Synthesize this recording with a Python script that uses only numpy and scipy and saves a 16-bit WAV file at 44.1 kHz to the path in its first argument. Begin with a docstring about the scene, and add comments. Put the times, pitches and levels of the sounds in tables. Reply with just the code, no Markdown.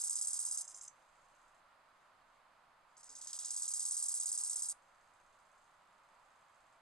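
"""First heard is the end of a close grasshopper's phrase; a second phrase then swells and stops dead.
Stridulation: hind-leg pegs rub the wing veins, one hard whistle a syllable and then lighter scratches,
played by two legs slightly out of step. A rival nearby outlasts the first phrase by the same mechanism.
Faint neighbours and a distant chorus (shaped noise), a bird's falling sine and two damped low knocks
come from across the heath, over the steady stereo hiss and low rumble of filtered noise."""
import sys
import numpy as np
from scipy import signal
from scipy.fft import rfft, irfft, next_fast_len
from scipy.io import wavfile
from scipy.ndimage import uniform_filter1d, map_coordinates

SR = 44100
rng = np.random.default_rng(int(sys.argv[2]) if len(sys.argv) > 2 else 0)


def unload_wav(signal):
    """Save mono or channel-first audio to the path in sys.argv[1] as 16-bit WAV at rate SR, clipped to [-1, 1]."""
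    wavfile.write(
        sys.argv[1],
        SR,
        np.round(np.clip(np.atleast_2d(signal).T, -1, 1) * 32767).astype(np.int16),
    )


N = 300321


def amp(db):
    """Decibel law: a level in dB as an amplitude ratio."""
    return 10 ** (np.asarray(db) / 20)


def unit(x, axis=None):
    """Normalisation by effective value: x scaled to rms 1."""
    return x / np.sqrt(np.mean(x ** 2, axis=axis, keepdims=True) + 1e-20)


def along(points, hz):
    """Logarithmic frequency scale: (frequency [Hz], value) points interpolated at hz."""
    f, v = np.transpose(points)
    return np.interp(np.log(hz + 1), np.log(f + 1), v)


def wobble(rate):
    """Slow random modulation: a smooth curve through rate random knots a second."""
    knots = rng.standard_normal(int(N * rate / SR) + 4)
    return map_coordinates(knots, [np.arange(N) * rate / SR])


def filtered(x, response):
    """Linear filtering: the spectrum of x times a complex response of frequency."""
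    m = next_fast_len(N + SR // 2)
    return irfft(rfft(x, m) * response(np.fft.rfftfreq(m, 1 / SR)), m)[..., :N]


def placed(starts, sounds):
    """Superposition: the rows of sounds add, each beginning at its own time."""
    index = np.round(starts * SR).astype(int)[:, None] + np.arange(sounds.shape[1])
    inside = (index >= 0) & (index < N)
    return np.bincount(index[inside], sounds[inside], N)


# phrases sung with both legs: (start [s], end of light strokes [s], number of syllables,
# syllable period at full pace [s], lengthening at the end [s])
PHRASES = [(-1.1438, .623, 30, .05774, .00425), (2.9676, 4.727, 30, .05728, .00782)]
# trailing leg against the leading one, one row a phrase: (level [dB])
SECOND_LEG_DB = [-6, -4.5]


def grasshopper():
    """Superposition in time: the close singer's phrases add up to the main song."""
    return sum(phrase(*row, second_db) for row, second_db in zip(PHRASES, SECOND_LEG_DB))


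# extra period at the start [s]; time constants of quickening and flagging [syllables]
SLOW_START_S, WARM_SYLLABLES, TIRE_SYLLABLES = .00506, 4.384, 3.602
SWELL_SYLLABLES = 17.2  # growth to full force [syllables]
# full level [dB], how much softer the start is [dB], bend of the swell, loss when tired [dB]
ACCENT_DB, ACCENT_SWELL_DB, ACCENT_BEND, ACCENT_TIRED_DB = -33, 25, 3.1, 1.5
LIGHT_DB, LIGHT_SWELL_DB, LIGHT_BEND, LIGHT_TIRED_DB = -38, 23, 2.6, 2.2
# reference peg rate after the swell, and how much lower a phrase starts [Hz]
PEG_HZ, PEG_SWELL_HZ = 8170, 1463
# chance differences between syllables: accent level [dB], peg rate [share]
SCATTER_DB, PEG_SCATTER = 0.4, 0.014
# pegs skip part-way up the swell: usual and added roughness [0-1], centre and width [syllables]
ROUGH, SKIP_ROUGH, SKIP_AT, SKIP_WIDTH = 0.17, 0.68, 5.7, 3.2
SKIP_DROP_HZ = 342  # fall in the reference peg rate where the pegs skip [Hz]


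def phrase(start, halt, count, period, slowing, second_db):
    """Growth and fatigue: force and leg speed swell; the pace quickens, then flags."""
    k = np.arange(count)
    tired = np.exp(-np.maximum(count - 2 - k, 0) / TIRE_SYLLABLES)
    periods = period + SLOW_START_S * np.exp(-k / WARM_SYLLABLES) + slowing * tired
    onsets = start + np.cumsum(periods) - periods
    slack = np.clip(1 - k / SWELL_SYLLABLES, 0, 1)
    force, speed = rng.standard_normal((count, 2)).T

    accent_db = ACCENT_DB - ACCENT_SWELL_DB * slack ** ACCENT_BEND
    accent_db += -ACCENT_TIRED_DB * tired + SCATTER_DB * force
    light_db = LIGHT_DB - LIGHT_SWELL_DB * slack ** LIGHT_BEND - LIGHT_TIRED_DB * tired

    skipping = np.exp(-((k - SKIP_AT) / SKIP_WIDTH) ** 2)
    peg_hz = PEG_HZ - PEG_SWELL_HZ * slack - SKIP_DROP_HZ * skipping
    peg_hz = peg_hz * (1 + PEG_SCATTER * speed)
    rough = ROUGH + SKIP_ROUGH * skipping
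    return syllables(onsets, periods, accent_db, light_db, peg_hz, second_db, rough, halt)


# force of each leg's successive light strokes in a syllable: (relative level [dB])
LEAD_DB = [3.5, -1.5, -3, 1.5, -2.5, -11.5]
TRAIL_DB = [1.5, -1, 1, -1, -1.5, -2]
# radiation of the wing under each leg: (frequency [Hz], relative level [dB])
LEAD_WING = [(1200, -75.5), (2600, -40), (3600, -28.5), (4650, -20.5), (4900, -5), (5450, -1.5), (6400, 0),
             (7400, 0.5), (8400, 0.5), (9400, -6), (10500, -10), (12000, -22.5), (13000, -43)]
TRAIL_WING = [(1200, -75.5), (2500, -28), (3200, -24), (4000, -13), (4650, -10.5), (5100, -5.5), (6400, -3),
              (7400, -5), (8400, -5), (9400, -3.5), (10500, -17.5), (12000, -22.5), (13000, -39)]
# dull rub of a leg whose pegs do not bite yet: (frequency [Hz], relative level [dB])
RUB = [(1200, -21), (2700, -20), (3200, -8.5), (4200, -4.5), (5500, -7), (8000, -20.5)]
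# time between strokes and length of the hard stroke [share of the syllable period]
STROKE_SHARE, ACCENT_SHARE = 0.14, .118


def syllables(onsets, periods, accent_db, light_db, peg_hz, second_db, rough, halt):
    """Two sources out of step: one leg adds the accent, and each leg sounds through its own wing."""
    step = STROKE_SHARE * periods
    # the power of the light strokes is shared between the legs
    leg_db = light_db - 10 * np.log10(1 + amp(second_db) ** 2)
    accents = strokes(onsets - .0003, accent_db, peg_hz * 1.05, ACCENT_SHARE * periods, rough, LEAD_WING)
    leading = light_strokes(onsets + step, leg_db, peg_hz, step, LEAD_DB, LEAD_WING, halt)
    trailing = light_strokes(onsets + .0052, leg_db + second_db, peg_hz, step, TRAIL_DB, TRAIL_WING, halt)
    # the more the pegs skip, the more dull rubbing is heard
    rub_db = (accent_db + light_db) / 2 - 38.5 + 22 * rough
    rubbing = light_strokes(onsets, rub_db, peg_hz, step, LEAD_DB, RUB, halt)
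    return accents + leading + trailing + rubbing


def light_strokes(onsets, db, peg_hz, step, pattern_db, wing, end, fill=1.114):
    """Repeated excitation: a run of scratchy up and down strokes fills each syllable."""
    late, force, speed = rng.standard_normal((len(onsets), 3, len(pattern_db))).transpose(1, 0, 2)
    starts = onsets[:, None] + step[:, None] * np.arange(len(pattern_db)) + 0.001 * late
    length = fill * step[:, None] * np.ones_like(starts)
    levels = db[:, None] + pattern_db + 0.83 * force
    # strokes centred past the end are silent
    levels = np.where(starts + length / 2 < end, levels, -np.inf)
    rates = peg_hz[:, None] * (1.171 + 0.0585 * speed)
    return strokes(starts.ravel(), levels.ravel(), rates.ravel(), length.ravel(), rough=0.65, wing=wing)


def strokes(starts, db, peg_hz, length, rough, wing, size=640):
    """Stridulation: pegs hit the vein at a rate that rises and falls with the speed of the leg."""
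    columns = np.broadcast_arrays(db, peg_hz, length, np.clip(rough, 0, 1))
    db, peg_hz, length, rough = (c[:, None] for c in columns)
    shake, grip, scrape = rng.standard_normal((len(starts), 3, size)).transpose(1, 0, 2)
    margin = .001  # silence before the stroke [s]
    u = np.clip((np.arange(size) / SR - margin) / length, 0, 1)

    # the leg gathers speed through most of the stroke, then brakes
    speed = np.sin(np.pi * u ** 1.348)
    jitter = 0.048 * unit(uniform_filter1d(shake, size=24))
    rate = peg_hz * (1 - .31 * (1 - speed) + jitter)
    turns = np.cumsum(rate, axis=1) / SR + rng.random((len(starts), 1))
    whistle = np.sqrt(2) * np.sin(2 * np.pi * turns)

    # the pressure of the leg on the vein flutters
    flutter_db = (0.5 + 1.5 * rough) * unit(uniform_filter1d(grip, size=22))
    pressure = np.sin(np.pi * u).clip(0) ** 0.48 * amp(flutter_db)
    # skipping pegs turn the whistle into a scratch
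    force = pressure * (np.sqrt(1 - rough) * whistle + 2 * np.sqrt(rough) * scrape)

    # a slow leg sounds darker, a fast one brighter
    hz = np.fft.rfftfreq(size, 1 / SR)
    tilt_db = 24 * np.log2(peg_hz / 8150) * np.log2(np.maximum(hz, 3300) / 7000)
    sound = irfft(rfft(force) * amp(along(wing, hz) + tilt_db), size)
    # longer strokes carry more energy
    return placed(starts - margin, amp(db) * unit(sound, axis=1) * np.sqrt(length * SR / size))


# the rival's phrase: (first syllable [s], leg halts [s], syllable period [s])
RIVAL = (.0097, .889, .0667)
# force of his successive light strokes in a syllable: (relative level [dB])
RIVAL_STROKES_DB = [-1.5, 0.5, .5, 0, -4.5, -12.5]
# radiation of his wing: (frequency [Hz], relative level [dB])
RIVAL_WING = [(1500, -58), (3000, -24), (4650, -22.5), (4950, -7.5), (6400, 0), (7200, -0.5), (8200, -5),
              (9500, -3.5), (10000, -12), (12000, -24)]
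# hard and light strokes [dB], reference peg rate [Hz], roughness of the hard stroke [0-1]
RIVAL_ACCENT_DB, RIVAL_LIGHT_DB, RIVAL_PEG_HZ, RIVAL_ROUGH = -46, -52.5, 6920, 0.083
RIVAL_STEP_S, RIVAL_ACCENT_S = .0092, .0088  # time between strokes, length of the hard stroke


def rival():
    """Stridulation at a slower period: a second male's hard strokes, each with separate light ones."""
    start, halt, period = RIVAL
    onsets = np.arange(start, halt, period)
    each = np.ones(len(onsets))
    accents = strokes(onsets, RIVAL_ACCENT_DB * each, 1.075 * RIVAL_PEG_HZ, RIVAL_ACCENT_S,
                      RIVAL_ROUGH, RIVAL_WING)
    step = RIVAL_STEP_S * each
    light = light_strokes(onsets + step, RIVAL_LIGHT_DB * each, RIVAL_PEG_HZ * each, step,
                          RIVAL_STROKES_DB, RIVAL_WING, halt, fill=1.0)
    return accents + light


# neighbours' phrases: (first syllable [s], last syllable [s], syllable period [s],
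# starting level [dB over NEIGHBOUR_DB], final level [dB over NEIGHBOUR_DB])
NEIGHBOURS = [(.956, 1.545, .0654, -3, 0), (4.82, 5.645, .0631, -2, 0), (5.71, 6.415, .0538, -6, -2),
              (6.482, 6.725, .0605, -2, -1)]
# song that has come through the heather: (frequency [Hz], relative level [dB])
FAR_SONG = [(1500, -51), (3000, -25), (5000, -10.5), (6400, 0), (7400, -1.5), (8600, -9), (10000, -13.5),
            (12500, -26.5)]
NEIGHBOUR_DB = -75


def neighbours():
    """Transmission loss: the same song dulled by the heather, each phrase growing as it goes."""
    rows = []
    for first, last, period, from_db, to_db in NEIGHBOURS:
        onsets = first + period * np.arange(round((last - first) / period) + 1)
        rows.append([onsets, NEIGHBOUR_DB + np.linspace(from_db, to_db, len(onsets))])
    onsets, db = np.concatenate(rows, axis=1)
    peg_hz, step = np.full(len(onsets), 7900.), np.full(len(onsets), .0086)
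    accents = strokes(onsets, db, peg_hz, length=0.0073, rough=0.9, wing=FAR_SONG)
    return accents + light_strokes(onsets + step, db - 8.5, peg_hz, step, LEAD_DB, FAR_SONG, N / SR)


# falling note: (time [s], length [s], first pitch [Hz], last pitch [Hz], level [dB])
BIRD = [(5.19, .042, 2950, 2050, -77)]


def bird():
    """Frequency glide: one far whistle is a sine whose pitch falls steadily."""
    out = np.zeros(N)
    for start, length, from_hz, to_hz, db in BIRD:
        u = np.clip((np.arange(N) / SR - start) / length, 0, 1)
        turns = np.cumsum(from_hz + (to_hz - from_hz) * u) / SR
        out += amp(db) * np.sin(np.pi * u) * np.sin(2 * np.pi * turns)
    return out


# knocks in the undergrowth: (time [s], pitch [Hz], level [dB], 60 dB decay time [s])
KNOCKS = [(3.09, 275, -75, .2), (3.095, 440, -73, .2)]


def knocks():
    """Damped resonance: soft, low sines with a rounded onset and exponential decay."""
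    out = np.zeros(N)
    for start, hz, db, t60 in KNOCKS:
        t = np.maximum(np.arange(N) / SR - start, 0)
        out += amp(db - 60 * t / t60) * (1 - np.exp(-t / 0.0031)) * np.sin(2 * np.pi * hz * t)
    return out


def heath(x, t60, wet_db):
    """Diffuse scattering: twigs and ground return a short, weak tail, different at each ear."""
    t = np.arange(SR // 3) / SR
    tail = unit(rng.standard_normal((2, len(t))) * amp(-60 * t / t60), axis=1) / np.sqrt(len(t))
    return amp(wet_db) * signal.fftconvolve(x[None], tail, axes=1)[:, :N]


# left-right likeness of diffuse noise: (frequency [Hz], correlation [-1 to 1])
ALIKE = [(60, 0.93), (270, 0.66), (600, 0.68), (1230, 0.68), (2600, 0.6), (5600, 0.43), (11000, 0.088)]


def rush(spectrum):
    """Partial coherence: diffuse stereo noise of rms 1 from independent mid and side parts."""
    def response(hz):
        turn = np.arccos(np.clip(along(ALIKE, hz), -1, 1)) / 2
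        return amp(along(spectrum, hz)) * [np.cos(turn), np.sin(turn)]

    mid, side = filtered(rng.standard_normal((2, N)), response)
    return unit(np.array([mid + side, mid - side]))


# spectra of the open air and the rumble: (frequency [Hz], relative level per Hz [dB])
AIR = [(240, -41), (440, -18.5), (540, -4.5), (760, -2.5), (990, 1.2), (1320, -0.5), (1620, -6),
       (2250, -11.5), (3100, -16.5), (4700, -19.5), (7100, -23), (10100, -28.5), (12300, -30)]
RUMBLE = [(10, 4), (22, 10.5), (32, -6), (90, -1.5), (200, -3), (420, -4.5), (700, -32), (1500, -51)]
# blurred phrases of grasshoppers farther off: (start [s], end [s], level [dB])
FAR_PHRASES = [(0, 1.5, -82), (1.91, 2.07, -86), (2.28, 2.38, -85), (2.53, 2.64, -91), (2.88, 5.8, -84.5),
               (6.1, 6.74, -88)]
FAR_FADE_S, CHORUS_DB = .08, -94.5  # fade of these phrases; steady blend of the farthest singers


def background():
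    """Power addition of incoherent sources: hiss of the open air, low rumble and far chorus."""
    air = amp(-67.55 + 0.3 * wobble(1.3)) * rush(AIR)
    t = np.arange(N) / SR
    power = amp(CHORUS_DB) ** 2
    for start, end, db in FAR_PHRASES:
        gate = np.clip(.5 + np.minimum(t - start, end - t) / FAR_FADE_S, 0, 1)
        power = power + (amp(db) * gate) ** 2
    chorus = np.sqrt(power) * amp(2.1 * wobble(64)) * rush(FAR_SONG)
    return air + amp(-82.5) * rush(RUMBLE) + chorus


LEAD_S = 3.35e-5  # the close song reaches the left port this much earlier
GLANCE_S, GLANCE = .000625, .2  # reflection reaching the left port only: delay, strength [share]


def close_field(near):
    """Arrival-time difference and interference: the direct song plus one glancing reflection."""
    def response(hz):
        glance = 1 + GLANCE * np.exp(-2j * np.pi * hz * GLANCE_S) * np.array([[1], [0]])
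        # half the lead advances the left port, half delays the right
        return glance * np.exp(1j * np.pi * hz * LEAD_S * np.array([[1], [-1]]))

    return filtered(near, response)


def scene():
    """Direct and scattered fields: a nearly dry singer, a rival with more tail, and the far heath."""
    near, other, far = grasshopper(), rival(), neighbours() + bird() + knocks()
    song = close_field(near) + heath(near, t60=.16, wet_db=-19.5)
    answer = other + heath(other, t60=.15, wet_db=-8.5)
    distant = far + heath(far, t60=0.28, wet_db=-8.5) + background()
    # left and right levels [dB]
    return song * amp([[-1.1], [1]]) + answer * amp([[-1.7], [1.5]]) + distant * amp([[-1.3], [1.1]])


# notches of the microphone housing: (frequency [Hz], width [Hz], depth [0-1])
PORT_NOTCHES = [(5713, 780, 0.8), (6846, 420, 0.8)]
TOP_HZ = 12250  # band limit


def record(dry):
    """Resonant absorption and band limiting: the housing cuts two notches, then the treble ends steeply."""
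    def notch(hz, centre, width, depth):
        return 1 - depth * 1j * hz * width / (centre ** 2 - hz ** 2 + 1j * hz * width)

    coloured = filtered(dry, lambda hz: np.prod([notch(hz, *row) for row in PORT_NOTCHES], axis=0))
    return filtered(coloured, lambda hz: 1 / np.sqrt(1 + (hz / TOP_HZ) ** 160))


dry = scene()
out = record(dry)
unload_wav(out)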